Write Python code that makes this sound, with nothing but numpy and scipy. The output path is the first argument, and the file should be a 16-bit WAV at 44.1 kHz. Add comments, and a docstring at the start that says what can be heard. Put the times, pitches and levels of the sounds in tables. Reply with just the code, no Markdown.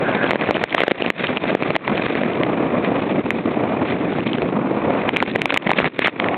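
"""Gale-force wind buffets a small sealed camera on an open beach: eddies make lumpy low-pressure noise.
Surf and spray are shaped noise under the same turbulence; a brief whistle is noise in a narrow moving band.
Drops striking the microphone cover are heavily damped ticks and thumps, the big ones with a noise splat.
Now and then, mostly just after a heavy drop, the background drops abruptly and recovers in about 0.1 s.
A narrow-band microphone channel limits, rounds and clips the sum."""
import sys
import numpy as np
from scipy import signal
from scipy.fft import rfft, irfft
from scipy.io import wavfile
from scipy.ndimage import uniform_filter1d, minimum_filter1d

SR = 44100
rng = np.random.default_rng(int(sys.argv[2]) if len(sys.argv) > 2 else 0)


def materialize(psi):
    """Save the field psi as 16-bit PCM at rate SR to the path in sys.argv[1].

    A 1-D psi becomes a single channel; in a 2-D psi each row is a channel.
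    """
    bounded = np.clip(np.atleast_2d(psi).T, -1, 1)
    quanta = np.round(bounded * 32767).astype(np.int16)
    wavfile.write(sys.argv[1], SR, quanta)


N = 280917
TIME = np.arange(N) / SR
RING_TIME = np.arange(900) / SR  # time axis of one drop's sound

# All levels are relative: each source adds its own trim, and each spectrum is scaled to an rms of one.
# strength of the wind on the microphone: (time [s], level [dB])
WIND_STRENGTH = [(0, -25.0), (0.3, -25), (0.7, -28.5), (1.3, -28.0), (2.0, -26.5), (2.55, -22.5),
                 (3.8, -24), (4.85, -23), (5.1, -25.5), (5.75, -23), (6.37, -26.0)]
# gusts that stand out of the gale: (time of peak [s], length [s], boost [dB])
GUST_ARCHES = [(.5, .07, 3), (1.33, .08, 3.5), (1.51, 0.13, 5), (1.7, 0.035, 5), (1.92, 0.079, 5),
               (2.22, .05, 2.5), (2.41, .07, 2.5), (3.17, .12, 3), (3.48, 0.058, 3.5), (3.6, 0.076, 3.5),
               (3.82, .07, 3), (4.075, .04, 6), (4.45, .06, 1.5), (4.56, .08, 3.5), (4.88, 0.025, 5.5)]
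# spectrum of the wind pressure: (frequency [Hz], density [dB per Hz])
WIND_SPECTRUM = [(20, -46), (50, -22.5), (100, -10.5), (170, -1.5), (270, 1.5), (400, -2.5), (600, -12),
                 (1200, -41.5), (3000, -57)]
# roar of the breakers as they swell and ebb: (time [s], level [dB])
SURF_STRENGTH = [(0, -21.5), (0.1, -22.5), (0.5, -25.5), (0.62, -29.5), (0.82, -22.5), (1.05, -29),
                 (2.2, -26.5), (2.45, -24.0), (2.92, -23), (3.38, -30.5), (3.65, -22.5), (4.15, -30),
                 (4.35, -30), (4.95, -20.5), (5.3, -33.5), (5.52, -26), (5.76, -21.5), (6.0, -33),
                 (6.28, -21), (6.37, -23.5)]
# spectrum of the roar: (frequency [Hz], density [dB per Hz])
SURF_SPECTRUM = [(100, -35), (300, -15.5), (480, 0.5), (700, 0), (850, -6), (1150, -7), (1500, -17),
                 (3000, -48.5)]
# hiss of foam and flying spray: (time [s], level [dB])
FOAM_STRENGTH = [(0, -33.5), (0.1, -28.5), (0.28, -29), (0.6, -30.5), (0.82, -24), (1.05, -31.5),
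                 (1.25, -29), (1.6, -32.5), (2.05, -30.0), (2.5, -34.5), (3.0, -33.0), (3.4, -35),
                 (3.9, -35), (4.35, -35), (4.62, -39), (5.0, -31.5), (5.5, -32), (5.8, -26.5), (6.25, -33),
                 (6.37, -37)]
# sheets of spray thrown at the housing: (time of peak [s], length [s], boost [dB])
SPRAY_SHEETS = [(.82, 0.12, 4.5), (1.23, .11, 4), (1.49, 0.066, 6), (2.05, .07, 4), (2.86, .06, 3.5),
                (3.89, .1, 7.5), (4.28, .05, 5.5), (5.5, .06, 9.5), (5.56, 0.029, 9), (5.79, 0.082, 6.5),
                (6.05, 0.15, 13)]
# spectrum of the foam hiss: (frequency [Hz], density [dB per Hz])
FOAM_SPECTRUM = [(300, -24), (900, 2.5), (1400, 3.5), (1900, 7), (2450, 7), (2900, -2.5), (3600, -6),
                 (4200, -20)]
# spectrum of droplets bursting close by, brighter than the foam: (frequency [Hz], density [dB per Hz])
DROPLET_SPECTRUM = [(300, -25), (900, -2.5), (1300, 0.5), (1900, -2), (2450, 7), (2900, -4), (3600, -0.5),
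                    (4200, -16.5)]
# rushing tone as the gust catches an edge of the housing: (time [s], frequency [Hz], level [dB])
WHISTLE_TRACK = [(0, 1520, -43), (.07, 1560, -23.5), (.15, 1606, -31.5), (.21, 1602, -22.5),
                 (.28, 1520, -28), (.34, 1620, -66)]
# big drops on the microphone cover:
# (time [s], force [dB], tick pitch [Hz], thump level relative to the tick [dB], thump pitch [Hz])
BIG_DROPS = [(0.2418, -9, 1430, 7, 350), (.3082, -2, 2140, 1, 575), (0.3141, -1.5, 2040, -5, 567),
             (.333, -7.5, 2050, 9.5, 400), (.3571, -4.5, 1740, 6, 513), (0.4118, -8.5, 2340, -4, 280),
             (0.4897, -13, 1590, 12, 493), (.509, -4.5, 2200, 6, 630), (0.5679, -10, 1770, 6, 500),
             (.6389, -2.5, 1770, 1, 866), (0.7265, -9, 2000, -17, 510), (0.7477, 1.5, 1750, -0.5, 513),
             (.781, -4, 1790, 5, 1120), (0.8048, 1.5, 2120, 2, 580), (0.8179, 2, 2100, 2, 490),
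             (0.8352, 5, 1490, 3.5, 463), (0.8802, 2, 1640, 7, 497), (0.911, 1, 1920, 0, 600),
             (0.9162, 5, 2150, 7, 370), (1.022, -8.5, 2690, 6.5, 403), (1.0622, -9.5, 2520, 6, 337),
             (1.1023, 4, 1955, -2.5, 405), (1.2695, -8.5, 2970, -22, 617), (1.3715, -7.5, 2570, -9, 800),
             (1.5504, -5, 1740, 11.5, 416), (1.624, -9.5, 2340, 7.5, 298), (1.6331, -10.5, 2420, -8, 404),
             (1.705, -7.5, 2306, 6, 354), (1.7541, -7.5, 1910, -0.5, 695), (1.7635, -1.5, 1930, 1.5, 725),
             (1.878, -5.5, 2070, -1.5, 920), (1.9783, -8.5, 2430, -20, 590), (2.1528, -10, 1980, 6, 380),
             (2.2345, -11, 1860, 5, 440), (2.434, -7.5, 2020, -1, 740), (2.8474, -10, 1890, -17, 590),
             (3.3058, -1.5, 2000, -18, 675), (4.1861, -19, 1700, 16.5, 450),
             (4.3321, -12.5, 3050, -15, 414), (4.384, -11.5, 1480, 9.5, 300), (4.42, -12.5, 2460, 8, 310),
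             (5.0914, -5, 2260, -9.5, 920), (5.1634, -8, 2400, -13, 696), (5.1684, -1, 2220, -30, 746),
             (5.2031, -5, 2170, -6, 400), (5.2258, -0.5, 1330, 3, 950), (5.3592, -1, 1850, -2, 504),
             (5.4179, -2, 2380, -36, 820), (5.4569, 4, 2300, -10.5, 790), (5.5046, -1, 2430, -16, 500),
             (5.5237, -3.5, 1580, -24, 960), (5.5426, -2.5, 2410, -30, 460), (5.5623, -5, 1710, 3, 1150),
             (5.5741, 10.5, 2220, -8, 646), (5.672, -8.5, 2110, -8, 424), (5.6936, -9, 1900, 6.5, 694),
             (5.705, -4.5, 2140, -20, 710), (5.7158, 0, 1500, 6.5, 900), (5.7338, 1.5, 2200, 0, 300),
             (5.786, -3.5, 2020, -17, 600), (5.8015, -7, 1800, 8.5, 493), (5.8438, -7.5, 2020, -0.5, 695),
             (5.875, -12.5, 1780, 3, 406), (5.992, -0.5, 1950, 4, 434), (6.046, -4, 2140, -2, 714),
             (6.059, 0, 2030, -10, 610), (6.0724, 2.5, 1760, -16, 880), (6.0804, -1.5, 1940, 1.5, 670),
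             (6.1996, -3.5, 2100, -34, 520), (6.243, -9.5, 1840, -16, 590), (6.2857, -8.5, 2020, -18, 610),
             (6.3437, -11, 1940, -10, 533)]
# spectrum of a big drop's burst: (frequency [Hz], density [dB per Hz])
SPLAT_SPECTRUM = [(150, -23.5), (400, 1.5), (1100, 13), (2000, -6), (3000, 8.5), (4200, -14)]
# abrupt dips of the background, mostly just after a heavy drop:
# (time of onset [s], time to recover [s], depth [dB])
LEVEL_DIPS = [(.364, 0.057, 6.5), (0.645, 0.11, 11), (.92, 0.089, 3.5), (1.108, 0.092, 10),
              (1.376, 0.034, 11.5), (1.556, 0.081, 4), (1.767, 0.12, 12.5), (3.217, 0.041, 11.5),
              (3.41, .05, 7.5), (5.578, 0.092, 3), (5.883, 0.12, 21.5), (6.092, 0.12, 14)]


def gain_of(db):
    """Decibels: the amplitude ratio is ten to the power of level over twenty."""
    return 10 ** (np.asarray(db) / 20)


def evened(x):
    """Normalization: the root mean square becomes one."""
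    return x / np.sqrt(np.mean(x ** 2) + 1e-20)


def follow(rows):
    """Linear interpolation: the columns of a table become curves in time."""
    s, *columns = np.transpose(rows)
    return [np.interp(TIME, s, column) for column in columns]


def humps(rows):
    """Superposition of half-cosine arches: each row swells and falls away once; the sum is in dB."""
    total_db = np.zeros(N)
    for s, length, db in rows:
        phase = np.clip((TIME - s) / length, -.5, .5)
        total_db += db * np.cos(np.pi * phase)
    return total_db


def coloured(x, spectrum):
    """Spectral shaping: a table of gains over log frequency weights x, at an rms of one."""
    hz, db = np.transpose(spectrum)
    bins_hz = np.fft.rfftfreq(N, 1 / SR)
    gain = gain_of(np.interp(np.log(bins_hz + 1), np.log(hz), db))
    return evened(irfft(rfft(x) * gain, N))


def flutter(slow_hz, fast_hz):
    """Band-limited random modulation: noise kept between two rates, at an rms of one."""
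    hz = np.fft.rfftfreq(N, 1 / SR)
    slow_cut = hz ** 2 / (hz ** 2 + slow_hz ** 2)
    band = slow_cut / (1 + (hz / fast_hz) ** 4)
    return evened(irfft(rfft(rng.standard_normal(N)) * band, N))


def steadied(x, size=4000):
    """Division by short-term rms: slow drift in strength goes, quick flutter stays; size in samples."""
    power = uniform_filter1d(uniform_filter1d(x ** 2, size), size // 2)
    return x / np.sqrt(abs(power) + 1e-12)


def low_pass(x, hz, size):
    """Linear-phase filtering: a symmetric kernel of size samples removes treble without delay."""
    return signal.oaconvolve(x, signal.firwin(size, hz, window="blackman", fs=SR), "same")


def high_pass(x, hz):
    """Second-order filtering: bass falls gently below the corner frequency."""
    return signal.sosfilt(signal.butter(2, hz, "highpass", fs=SR, output="sos"), x)


def tilted(x, pivot_hz, tilt_db):
    """Spectral tilt: what lies above the pivot rises as what lies below it falls."""
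    low = low_pass(x, pivot_hz, size=201)
    high = x - low
    return low * gain_of(-tilt_db) + high * gain_of(tilt_db)


def wind(level_db, eddies, eddy_db=2.5):
    """Turbulent pressure: eddies rolling over the microphone modulate low-frequency noise."""
    pressure = rng.standard_normal(N) * gain_of(eddy_db * eddies)
    return gain_of(level_db + 1.5) * steadied(coloured(pressure, WIND_SPECTRUM), size=3000)


def surf(level_db, eddies, eddy_db=3.5):
    """Broadband radiation of white water: noise of fixed colour, torn by the same eddies."""
    roar = rng.standard_normal(N) * gain_of(eddy_db * eddies)
    return gain_of(level_db - 0.76) * steadied(coloured(roar, SURF_SPECTRUM))


def spray(level_db, eddies, exposure, eddy_db=3.5, droplets_per_s=750, spread_db=3, patter_db=-1.5):
    """Random impulses over noise: foam hisses, and droplets patter the more the housing is exposed."""
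    hiss = coloured(rng.standard_normal(N), FOAM_SPECTRUM)
    sizes = gain_of(spread_db * np.minimum(rng.exponential(1, N), 4))
    signs = rng.choice([-1, 1], N)
    landed = rng.random(N) < droplets_per_s / SR
    patter = coloured(sizes * signs * landed, DROPLET_SPECTRUM)
    water = hiss + gain_of(patter_db) * exposure * patter
    return gain_of(level_db + 0.98) * steadied(water * gain_of(eddy_db * eddies))


def whistle(width_hz=175):
    """Narrow-band turbulence: two random envelopes in quadrature spread a carrier of moving pitch."""
    hz, level_db = follow(WHISTLE_TRACK)
    angle = 2 * np.pi * np.cumsum(hz) / SR
    tone = flutter(0.74, width_hz) * np.cos(angle) + flutter(1, width_hz) * np.sin(angle)
    return gain_of(level_db) * evened(tone)


def pulse(rise):
    """Critically damped envelope: it peaks at one after rise seconds, then dies away."""
    age = RING_TIME / rise
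    return age * np.exp(1 - age)


def ring(hz, rise):
    """Heavily damped oscillation: a sine under an envelope that peaks after rise seconds."""
    return pulse(rise) * np.sin(2 * np.pi * hz * RING_TIME)


def small_drops(level_db, exposure, per_s=42, above_db=9, spread_db=3.5, rise=0.00052,
                thump_hz=420, thump_rise=0.00062, thump_db=3, count=12):
    """Random impacts: scattered drops tick at a pitch set by size; larger, lower ones thump more."""
    out = np.zeros(N)
    tick_pitches = np.geomspace(1300, 3200, count)
    bulks = np.linspace(1, 0, count)  # from largest to smallest
    for tick_hz, bulk in zip(tick_pitches, bulks):
        forces = gain_of(spread_db * np.minimum(rng.exponential(1, N), 3))
        landed = rng.random(N) < per_s / count / SR
        thump = gain_of(thump_db) * ring(thump_hz * (2 - bulk), thump_rise)
        drop = ring(tick_hz, rise) + bulk * thump
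        out += signal.oaconvolve(forces * landed, drop)[:N]
    return gain_of(level_db + above_db) * exposure * out


def add(mix, s, sound):
    """Superposition: a sound joins the mix, in place, at time s."""
    part = mix[max(round(s * SR), 0):][:len(sound)]
    part += sound[:len(part)]


def drops(tick_rise=0.00043, thump_rise=0.00056, splat_rise=0.00068, splat_db=-8, leak_hz=200, growth=0.21):
    """Impact on a wet membrane: each drop ticks, pushes the cover in with a thump, and bursts in a splat."""
    blows, splats = np.zeros((2, N))
    for s, force_db, tick_hz, thump_db, thump_hz in BIG_DROPS:
        bulk = gain_of(growth * force_db)  # a heavier drop stays longer on the cover
        thump = gain_of(thump_db) * ring(thump_hz, thump_rise * bulk)
        blow = ring(tick_hz, tick_rise) + thump
        add(blows, s, gain_of(force_db) * blow)
        add(splats, s, gain_of(force_db + splat_db) * pulse(splat_rise * bulk))
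    burst_noise = coloured(rng.standard_normal(N), SPLAT_SPECTRUM)
    # slow pressure leaks round the cover, so the thumps carry no deep bass
    return high_pass(blows, leak_hz) + splats * burst_noise


def dipping(onset_s=0.0073):
    """Gain modulation: the level drops abruptly, then recovers slowly at first and ever faster."""
    dip_db = np.zeros(N)
    for s, recovery_s, depth_db in LEVEL_DIPS:
        age = np.maximum(TIME - s, 0)
        onset = np.minimum(age / onset_s, 1)
        remaining = np.maximum(1 - (age / recovery_s) ** 2, 0)
        dip_db += depth_db * onset * remaining
    return gain_of(-dip_db)


def scene(least_churn=0.66, churn=0.48, sheltered_db=-12, drenched_span_db=12, unrest_db=1.0,
          surf_in_gust=0.66, roar_drift_db=1.6, hiss_drift_db=1.06):
    """Common modulation: one turbulence stirs wind, surf and spray; the background dips under the big drops."""
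    gust_db = humps(GUST_ARCHES) + unrest_db * flutter(slow_hz=4, fast_hz=10)
    wind_db = follow(WIND_STRENGTH)[0] + gust_db
    surf_db = follow(SURF_STRENGTH)[0] + surf_in_gust * gust_db  # the roar takes a share of each gust
    foam_db = follow(FOAM_STRENGTH)[0]
    spray_db = foam_db + humps(SPRAY_SHEETS)
    # the more the spray outweighs the roar, the more water is hitting the camera (0.1 to 1)
    exposure = np.clip((spray_db - surf_db - sheltered_db) / drenched_span_db, .1, 1)
    # turbulence is roughest in flying water
    eddies = flutter(slow_hz=2.6, fast_hz=70.0) * (least_churn + churn * exposure)
    gale = wind(wind_db, eddies)
    # roar and hiss drift in colour
    roar_tilt_db = roar_drift_db * flutter(slow_hz=3, fast_hz=22)
    roar = tilted(surf(surf_db, eddies), pivot_hz=764, tilt_db=roar_tilt_db)
    hiss_tilt_db = hiss_drift_db * flutter(slow_hz=5, fast_hz=60)
    hiss = tilted(spray(spray_db, eddies, exposure), pivot_hz=2700, tilt_db=hiss_tilt_db)
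    background = gale + roar + hiss + whistle() + small_drops(foam_db, exposure)
    return (dipping() * background + drops())[None]


def limiter(x, threshold_db=-2, recovery_db_per_s=190, attack=0.00049, size=880):
    """Peak limiting: a peak pulls the gain down within milliseconds; it holds for 20 ms, then recovers."""
    over_db = np.maximum(20 * np.log10(abs(x) + 1e-9) - threshold_db, 0)
    held_db = -minimum_filter1d(-over_db, size, origin=size // 2 - 1)  # largest of the last 20 ms
    recovery = recovery_db_per_s * TIME
    duck_db = np.maximum.accumulate(held_db + recovery) - recovery
    lag = np.exp(-1 / (attack * SR))  # attack is a time constant [s]
    smooth_duck_db = signal.lfilter([1 - lag], [1, -lag], duck_db)
    return x * gain_of(-smooth_duck_db)


def record(dry, headroom=0.77, bass_cut_hz=55, voice_band_hz=4300, edge_hz=16300):
    """Saturation in a narrow band: drops overload the channel until the limiter acts; highest peaks clip."""
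    limited = limiter(dry[0])
    rounded = limited / (1 + (limited / headroom) ** 4) ** .25
    narrow = low_pass(high_pass(rounded, bass_cut_hz), voice_band_hz, size=301)
    clipped = np.clip(narrow, -.71, .71)
    return low_pass(clipped, edge_hz, size=301)[None]


dry = scene()
out = record(dry)
materialize(out)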